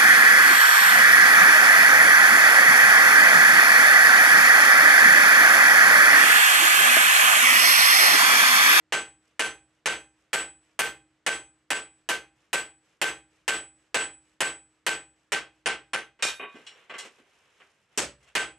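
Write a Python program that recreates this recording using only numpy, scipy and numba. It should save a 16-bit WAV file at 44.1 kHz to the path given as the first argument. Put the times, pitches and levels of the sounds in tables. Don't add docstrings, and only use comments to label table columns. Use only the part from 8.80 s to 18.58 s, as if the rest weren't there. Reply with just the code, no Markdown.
import sys
import numpy as np
from scipy import signal
from scipy.io import wavfile
from scipy.ndimage import uniform_filter1d, minimum_filter1d, map_coordinates
from numba import njit

SR = 44100
rng = np.random.default_rng(int(sys.argv[2]) if len(sys.argv) > 2 else 0)


def persist_wave(psi):
    counts = np.round(np.clip(psi, -1, 1) * 32767).astype(np.int16)
    wavfile.write(sys.argv[1], SR, np.atleast_2d(counts).T)


def volts(x):
    e = np.asarray(x, float) / 20
    return 10 ** e


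N = 431298
TAIL_N = int(.8 * SR)

# (frequency [Hz], density [dB per Hz])
AIR_COLOUR = [(15, -17.5), (25, -12), (124, 1), (237, -8.5), (314, -8), (386, -6), (979, -12), (1560, -8.5),
              (6620, -24.5), (7940, -22), (12000, -46), (15600, -62.5), (22000, -120)]
AIR_DB = -75
# (frequency [Hz], t60 [s])
ROOM_T60 = [(100, .3), (400, 0.23), (1500, 0.23), (4000, 0.22), (9000, 0.17), (15000, 0.067)]
# (delay [s], level [dB])
WALL_ECHOES = [(.0032, -39), (.0068, -38.5), (0.0131, -22), (0.0144, -1.5), (.019, 5.5), (0.0282, 10.5)]
# (frequency [Hz], correlation [0-1])
PORT_LIKENESS = [(60, .995), (300, .985), (1000, .9), (2500, .78), (6000, .62), (13000, .75)]
# (frequency [Hz], left minus right [dB])
PORT_BALANCE = [(60, -2), (240, -2), (950, -0.5), (3770, -1), (15000, 1)]
# (frequency [Hz], share [0-1])
ROOM_REPEAT = [(600, .7), (1500, .7), (4000, .5), (9000, .2)]
# (frequency [Hz], density [dB per Hz])
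CRACK_COLOUR = [(82, -58), (140, -27.5), (450, -7), (800, -10.5), (1170, -8), (1600, -6.5), (2900, -6),
                (3700, -14), (5800, -17.5), (8150, -14.5), (10500, -28), (13000, -37), (15000, -43),
                (16200, -60.5)]

# (frequency [Hz], density [dB per Hz])
CLOTH_COLOUR = [(88, -41), (150, -21.5), (323, -22.5), (361, -5), (464, -8), (622, -11), (2920, -9),
                (4200, -21), (5460, -58), (9240, -120)]
# (frequency [Hz], density [dB per Hz])
HISS_COLOUR = [(2500, -31.5), (3600, -9), (5200, 0.5), (7600, -2), (9500, -8.5), (11500, -11.5),
               (13500, -30), (15000, -54.5)]
LIFTS_DB = [-72.5, -75.5, -74, -72, -80, -79, -75.5, -71.5, -71, -71, -72.5, -72, -76, -74.5, -74, -76]
# (middle [s], half length [s], level [dB], hiss over body [dB])
SLIDES = [
    (7.771, 0.078, -57.5, -12.5),
    (7.967, 0.12, -58, -13),
    (8.24, 0.049, -49.5, -12),
    (8.347, 0.048, -68.5, -6),
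    (8.61, 0.3, -66.5, -8.5),
    (8.845, 0.084, -74.5, -6),
    (9.018, 0.1, -76, -5.5),
    (9.15, 0.041, -66, -11),
    (9.469, 0.075, -65.5, -8.5),
]
LIFT_MIDDLE, LIFT_HALF = .76, .17
LIFT_HISS_DB, HISS_DB_PER_DB = -6.5, 0.19
SWELL_POWER = 2.6

# (time [s], strength [dB], tone [dB], treble [dB], bass [dB])
TAPS = [(7.391, -42, -10, -12, 2), (7.741, -40, -13, -13, 55), (7.753, -41, -2.5, -13, 18),
        (7.865, -36, 8, -7, -22), (8.096, -30.5, -3.5, -19, 0), (8.138, -29.5, -5.5, -17, 0),
        (8.182, -28.5, -0.5, 8, -9), (8.246, -38, -12, 3, 12), (8.382, -48.5, -12, -9, 19),
        (8.801, -44, -10, -17, 0), (9.426, -57, -5, 13, 15), (9.474, -49.5, -21, -4, -6)]
RING_SHARE, CLANG_SHARE = 0.36, 1
# (level [dB], t60 [s])
BAR_HZ = [415, 732, 1136, 1556, 2040, 2460, 3305, 4124, 4845, 5572, 6315, 7212, 7946, 2869]
BAR_MODES = [(-4, 0.3), (-6.5, 0.2), (3, 0.28), (4, 0.44), (6, 0.3), (-2.5, 0.3), (0.5, 0.15), (-6.5, 0.2),
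             (-15, 0.2), (-7, 0.27), (-10, 0.13), (-7.5, 0.24), (-10.5, 0.22), (-2, 0.25)]

# (time [s], strength [dB], tone [dB], bass [dB])
ROCKS = [
    (7.595, -29, 2, 6),
    (7.627, -30, 5, 6),
]
# (level [dB], t60 [s])
SIDE_HZ = [415, 732, 1001, 1130, 1556, 2460, 2966, 3714]
SIDE_MODES = [(-4, .25), (-7, .22), (-10, .3), (-1, .33), (-10, .4), (2, .33), (-8, .17), (-13, .3)]

# (time [s], strength [dB], ring [dB], clang [dB], bass [dB])
DROPS = [
    (7.424, -13, 4, -3, -5.5),
]
# (level [dB], t60 [s])
BARE_HZ = [1556, 2433, 3133, 3714, 4070, 5566, 6298, 7456, 7941, 8441, 10940, 14160, 12500]
BARE_MODES = [(0, 0.27), (2, 0.27), (-8, 0.2), (-10, 0.32), (-14, 0.22), (-4, 0.18), (-13, .24), (-5, 0.13),
              (-19, 0.32), (-27, 0.3), (-19, 0.29), (-21, 0.2), (-24, .25)]

# (time [s], strength [dB], ring [dB], clang [dB], bass [dB])
GLANCES = [
    (9.175, -17, -5, -9.5, 9),
]
# (level [dB], t60 [s])
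RIM_HZ = [576, 2374, 2826, 3235, 4517, 5782, 6277, 6815, 7337, 7941, 8506]
RIM_MODES = [(1, 0.29), (-12, 0.18), (-8.5, .2), (-4, 0.2), (-8, 0.16), (5.5, 0.11), (-10, 0.22), (-6, .18),
             (-3.5, 0.14), (-5, .32), (-16, 0.14)]

# (time [s], strength [dB], hammer ring [dB], heel chime [dB], brightness [dB])
BLOWS = [(0.123, -20, -1, 8.5, -3), (0.594, -19, -4, 11.5, -0.5), (1.058, -19.5, -4.5, 11, -2.5),
         (1.531, -19, 3, 2, 5), (1.991, -18, -6.5, 4.5, 11.5), (2.464, -19, -1, 9.5, 1.5),
         (2.904, -22, 1.5, -1, 5.5), (3.289, -23, -11.5, 8, 9.5), (3.73, -22, 1, -0.8, 9),
         (4.215, -18, -4, 7.5, 6.5), (4.679, -18, 2.5, 3.5, 3), (5.144, -18, 5.5, 1.5, -0.2),
         (5.605, -19.5, 3.5, 2, 3.5), (6.065, -20, -2, 1.5, 7.5), (6.52, -23.5, -14, -4, 3),
         (6.859, -22.5, -11, -18, -12), (7.133, -27.5, -18.5, 5.5, -31), (9.552, -19, -7, 3, 1.5)]
# (level [dB], t60 [s])
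STUMP_HZ = [54, 61, 75, 116, 132, 152, 188, 252, 312, 330, 382, 445, 577]
STUMP_MODES = [(-49, 0.3), (-47.5, 0.63), (-52, 0.57), (-52, 0.54), (-51, 0.73), (-42, 0.33), (-49.5, 0.39),
               (-44.5, 0.11), (-50.5, 1.2), (-29.5, 0.33), (-24, 0.085), (-23.5, 0.26), (-31.5, 0.3)]
# (level [dB], t60 [s])
ANVIL_HZ = [801, 1547, 1558, 2062, 2509, 2835, 3243, 3716, 1562]
ANVIL_MODES = [(-22, 0.35), (3.5, 0.19), (0, 0.16), (-25, 0.32), (-23, 0.33), (-29, .17), (-18.5, 0.28),
               (-28.5, 0.15), (-31, 0.41)]
# (level [dB], t60 [s])
WALL_HZ = [797, 864, 1330, 1754, 1905, 2050, 2320, 2432, 2940, 3290, 470]
WALL_MODES = [(-13, .2), (-15, .18), (-17, .18), (-14, .18), (-16, .18), (-12, .18), (-16, .17), (-15, .17),
              (-12, .16), (-12, .15), (-11, .15)]
# (level [dB], t60 [s])
HEAD_HZ = [7941]
HEAD_MODES = [(-9, 0.37)]
# (level [dB], t60 [s])
HEEL_HZ = [6245, 10930, 14150]
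HEEL_MODES = [(-22, 0.24), (-27.5, .24), (-38.5, .13)]
# (level [dB], t60 [s])
FACE_HZ = [9300, 7455, 9370, 11330, 12470, 13000, 9440]
FACE_MODES = [(-16, .13), (-29, .16), (-14, 0.16), (-40, .14), (-38, .13), (-42, .12), (-17, .13)]
ANVIL_DB = 3
FACE_SHARE, MID_SHARE = -0.13, .12
SCALE_DB, SCALE_T60_S = -30, .15
TURNED_S, TURNED_THUD_DB = 8, 1.5
COOL_HZ, COOL_DB, COOL_DB_PER_S, COOL_T60_S = 5570, -33, 2.5, .2


def along(points, hz):
    f, v = np.transpose(points)
    return np.interp(np.log(hz + 1), np.log(f + 1), v)


def unit(x):
    return x / np.sqrt(np.mean(x ** 2) + 1e-20)


def spread(count, gain, alike=0.99, walls=None):
    hz, t, z = signal.stft(rng.standard_normal((2, count)), SR, nperseg=512)
    if walls is not None:
        same = along(ROOM_REPEAT, hz)[:, None]
        z = same * signal.stft(walls, nperseg=512)[2] + np.sqrt(1 - same ** 2) * z
    turn = np.arccos(np.clip(alike * along(PORT_LIKENESS, hz), -1, 1))[:, None] / 2
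    mid, side = z[0] * np.cos(turn), z[1] * np.sin(turn)
    lean = volts(along(PORT_BALANCE, hz) / 2)[:, None]
    pair = np.array([(mid + side) * lean, (mid - side) / lean]) * gain(hz[:, None], t)
    return signal.istft(pair, SR, nperseg=512)[1][:, :count]


def ringing(pitches_hz, modes, attack_s, flutter_db):
    hz = np.array(pitches_hz)[:, None]
    db, t60 = np.transpose(modes)[:, :, None]
    t = np.arange(TAIL_N) / SR
    level, skew, turn = rng.standard_normal((3, len(hz), 1))
    knots = rng.standard_normal((len(hz), 48))
    flutter = np.array([np.interp(t, np.linspace(0, TAIL_N / SR, len(k)), k) for k in knots])
    apart = np.clip(hz / 9000, 0, 1)
    fade = volts(db + apart * level + flutter_db * flutter - 60 * t / t60) * (1 - np.exp(-t / attack_s))
    start = np.pi * np.arange(len(hz))[:, None] + flutter_db / 10 * flutter[::-1]

    def port(side):
        balance = volts(side * (apart * skew - .2))
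        lag = side * (.45 + .2 * turn) * apart
        return np.sum(fade * balance * np.sin(2 * np.pi * hz * t + start + lag), axis=0)

    return np.array([port(1), port(-1)])


def burst(treble_db, top_db, bass_db, snap_db, walls=None):
    thin_db = min(bass_db, 0)
    tilt = [(300, bass_db), (900, .6 * thin_db), (2200, .35 * thin_db), (3000, 0.016),
            (6000, treble_db), (9000, treble_db), (11500, top_db)]

    def gain(hz, t):
        return volts(along(CRACK_COLOUR, hz) + along(tilt, hz) - 60 * t / along(ROOM_T60, hz))

    tail = spread(TAIL_N, gain, walls=walls)
    tail = tail / np.sqrt(np.mean(tail[:, :SR // 50] ** 2))
    t = np.arange(TAIL_N) / SR
    echoes = sum((t >= s) * volts(db - 60 * np.abs(t - s) / 0.0014) for s, db in WALL_ECHOES)
    echoes = uniform_filter1d(uniform_filter1d(echoes, size=25), size=25)
    fill = 1 - np.exp(-t / .004)
    contact = volts(-4.8 - 60 * t / 0.0056)
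    shaped = tail * (fill + volts(snap_db) * (contact + 1.4 * echoes))
    shaped = shaped * (1 - np.exp(-(t / .0004) ** 2))
    no_bass = signal.butter(3, 130, "highpass", fs=SR, output="sos")
    return signal.sosfilt(no_bass, shaped)


def strokes(table, stroke):
    out = np.zeros((2, N + TAIL_N))
    for s, db, *colour in table:
        out[:, round(s * SR):][:, :TAIL_N] += volts(db) * stroke(s, *colour)
    return out[:, :N]


def room_air():
    return volts(AIR_DB) * unit(spread(N, lambda hz, _: volts(along(AIR_COLOUR, hz))))


def rustle():
    t = np.arange(N) / SR
    times = np.transpose(BLOWS)[0]
    swells = []
    for blow, gap, db in zip(times, np.diff(times), LIFTS_DB):
        hiss_db = LIFT_HISS_DB + HISS_DB_PER_DB * (db - max(LIFTS_DB))
        swells.append((blow + LIFT_MIDDLE * gap, LIFT_HALF * gap, db, hiss_db))
    gains = np.zeros((2, N))
    for s, half, db, hiss_db in swells + list(SLIDES):
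        gains += volts([[db], [db + hiss_db]]) * np.exp(-np.abs((t - s) / half) ** SWELL_POWER)
    grain_knots = rng.standard_normal(N // 200 + 4)
    grain = volts(2.3 * map_coordinates(grain_knots, [np.arange(N) / 200]))
    body = unit(spread(N, lambda hz, _: volts(along(CLOTH_COLOUR, hz)), alike=0.89))
    hiss = unit(grain * spread(N, lambda hz, _: volts(along(HISS_COLOUR, hz)), alike=0.84))
    return gains[0] * body + gains[1] * hiss


def knock(pitches_hz, modes, ring_db, clang_db, treble_db, top_db, bass_db):
    levels = [(db + (clang_db if hz < 2700 else ring_db), t60) for hz, (db, t60) in zip(pitches_hz, modes)]
    tones = ringing(pitches_hz, levels, attack_s=.002, flutter_db=3)
    return burst(treble_db, top_db, bass_db, snap_db=3.5) + volts(-5.0) * tones


def tap(s, tone_db, treble_db, bass_db):
    ring_db = tone_db + RING_SHARE * treble_db
    clang_db = tone_db + CLANG_SHARE * min(bass_db, 0)
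    return knock(BAR_HZ, BAR_MODES, ring_db, clang_db, treble_db, treble_db, bass_db)


def rock(s, tone_db, bass_db):
    return knock(SIDE_HZ, SIDE_MODES, tone_db, tone_db, treble_db=-46, top_db=-38, bass_db=bass_db)


def stump(count=13):
    return ringing(STUMP_HZ[:count], STUMP_MODES[:count], attack_s=0.002, flutter_db=2.0)


def scale(count=18):
    place, size, life = rng.random((3, count))
    modes = np.transpose([SCALE_DB + 9 * size - 14 * place, SCALE_T60_S * (.7 + .7 * life)])
    return ringing(8500 + 6300 * place, modes, attack_s=.002, flutter_db=2)


def drop(s, ring_db, clang_db, bass_db):
    hit = knock(BARE_HZ, BARE_MODES, ring_db, clang_db, treble_db=5.5, top_db=-11.5, bass_db=bass_db)
    return hit + volts(bass_db + 5.0) * stump(count=8)


def glance(s, ring_db, clang_db, bass_db):
    hit = knock(RIM_HZ, RIM_MODES, ring_db, clang_db, treble_db=10, top_db=2, bass_db=bass_db)
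    return hit + volts(5) * scale() + volts(bass_db + 7) * stump(count=8)


def forging(walls, s, ring_db, chime_db, bright_db):
    body = volts(ANVIL_DB) * ringing(ANVIL_HZ, ANVIL_MODES, attack_s=.04, flutter_db=1.2)
    sheets = ringing(WALL_HZ, WALL_MODES, attack_s=.006, flutter_db=3)
    head = volts(ring_db) * ringing(HEAD_HZ, HEAD_MODES, attack_s=.006, flutter_db=1.5)
    heel = volts(chime_db) * ringing(HEEL_HZ, HEEL_MODES, attack_s=.005, flutter_db=3)
    face_db = FACE_SHARE * bright_db + 2.5 * rng.standard_normal()
    face = volts(face_db) * ringing(FACE_HZ, FACE_MODES, attack_s=.003, flutter_db=3)
    cooling = [(COOL_DB + COOL_DB_PER_S * s, COOL_T60_S)]
    bar = (s < TURNED_S) * ringing([COOL_HZ], cooling, attack_s=.003, flutter_db=4.5)
    crack = burst(MID_SHARE * bright_db, bright_db, 0, snap_db=7, walls=walls)
    partials = volts(bright_db) * scale()
    thud = volts(7.5 + TURNED_THUD_DB * (s > TURNED_S)) * stump()
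    return volts(5.5) * (crack + body + sheets + head + heel + face + bar + partials + thud)


def scene():
    walls = rng.standard_normal((2, TAIL_N))
    air = room_air()
    blows = strokes(BLOWS, lambda *colour: forging(walls, *colour))
    earlier = volts(-4.0) * stump()[:, int(.35 * SR):]
    blows[:, :earlier.shape[1]] += earlier
    handling = volts(-9.5) * (strokes(TAPS, tap) + strokes(ROCKS, rock))
    return air + rustle() + handling + strokes(DROPS, drop) + strokes(GLANCES, glance) + blows


@njit
def follow(size, rise, fall):
    out, level = np.empty_like(size), 0.0
    for i in range(len(size)):
        level += (rise if size[i] > level else fall) * (size[i] - level)
        out[i] = level
    return out


def low_pass(x):
    return signal.sosfilt(signal.butter(12, 16650, fs=SR, output="sos"), x)


def record(dry):
    level = follow(np.abs(dry).max(axis=0), 1 / (.0002 * SR), 1 / (.02 * SR))
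    gain = (1 + (level / volts(-17.5)) ** 4) ** (-.82 / 4)
    gain = uniform_filter1d(minimum_filter1d(gain, size=45), size=45)
    band = signal.butter(5, [40, 15300], "bandpass", fs=SR, output="sos")
    mix = signal.sosfilt(band, dry * gain)
    return low_pass(mix)


dry = scene()
out = record(dry)
persist_wave(out)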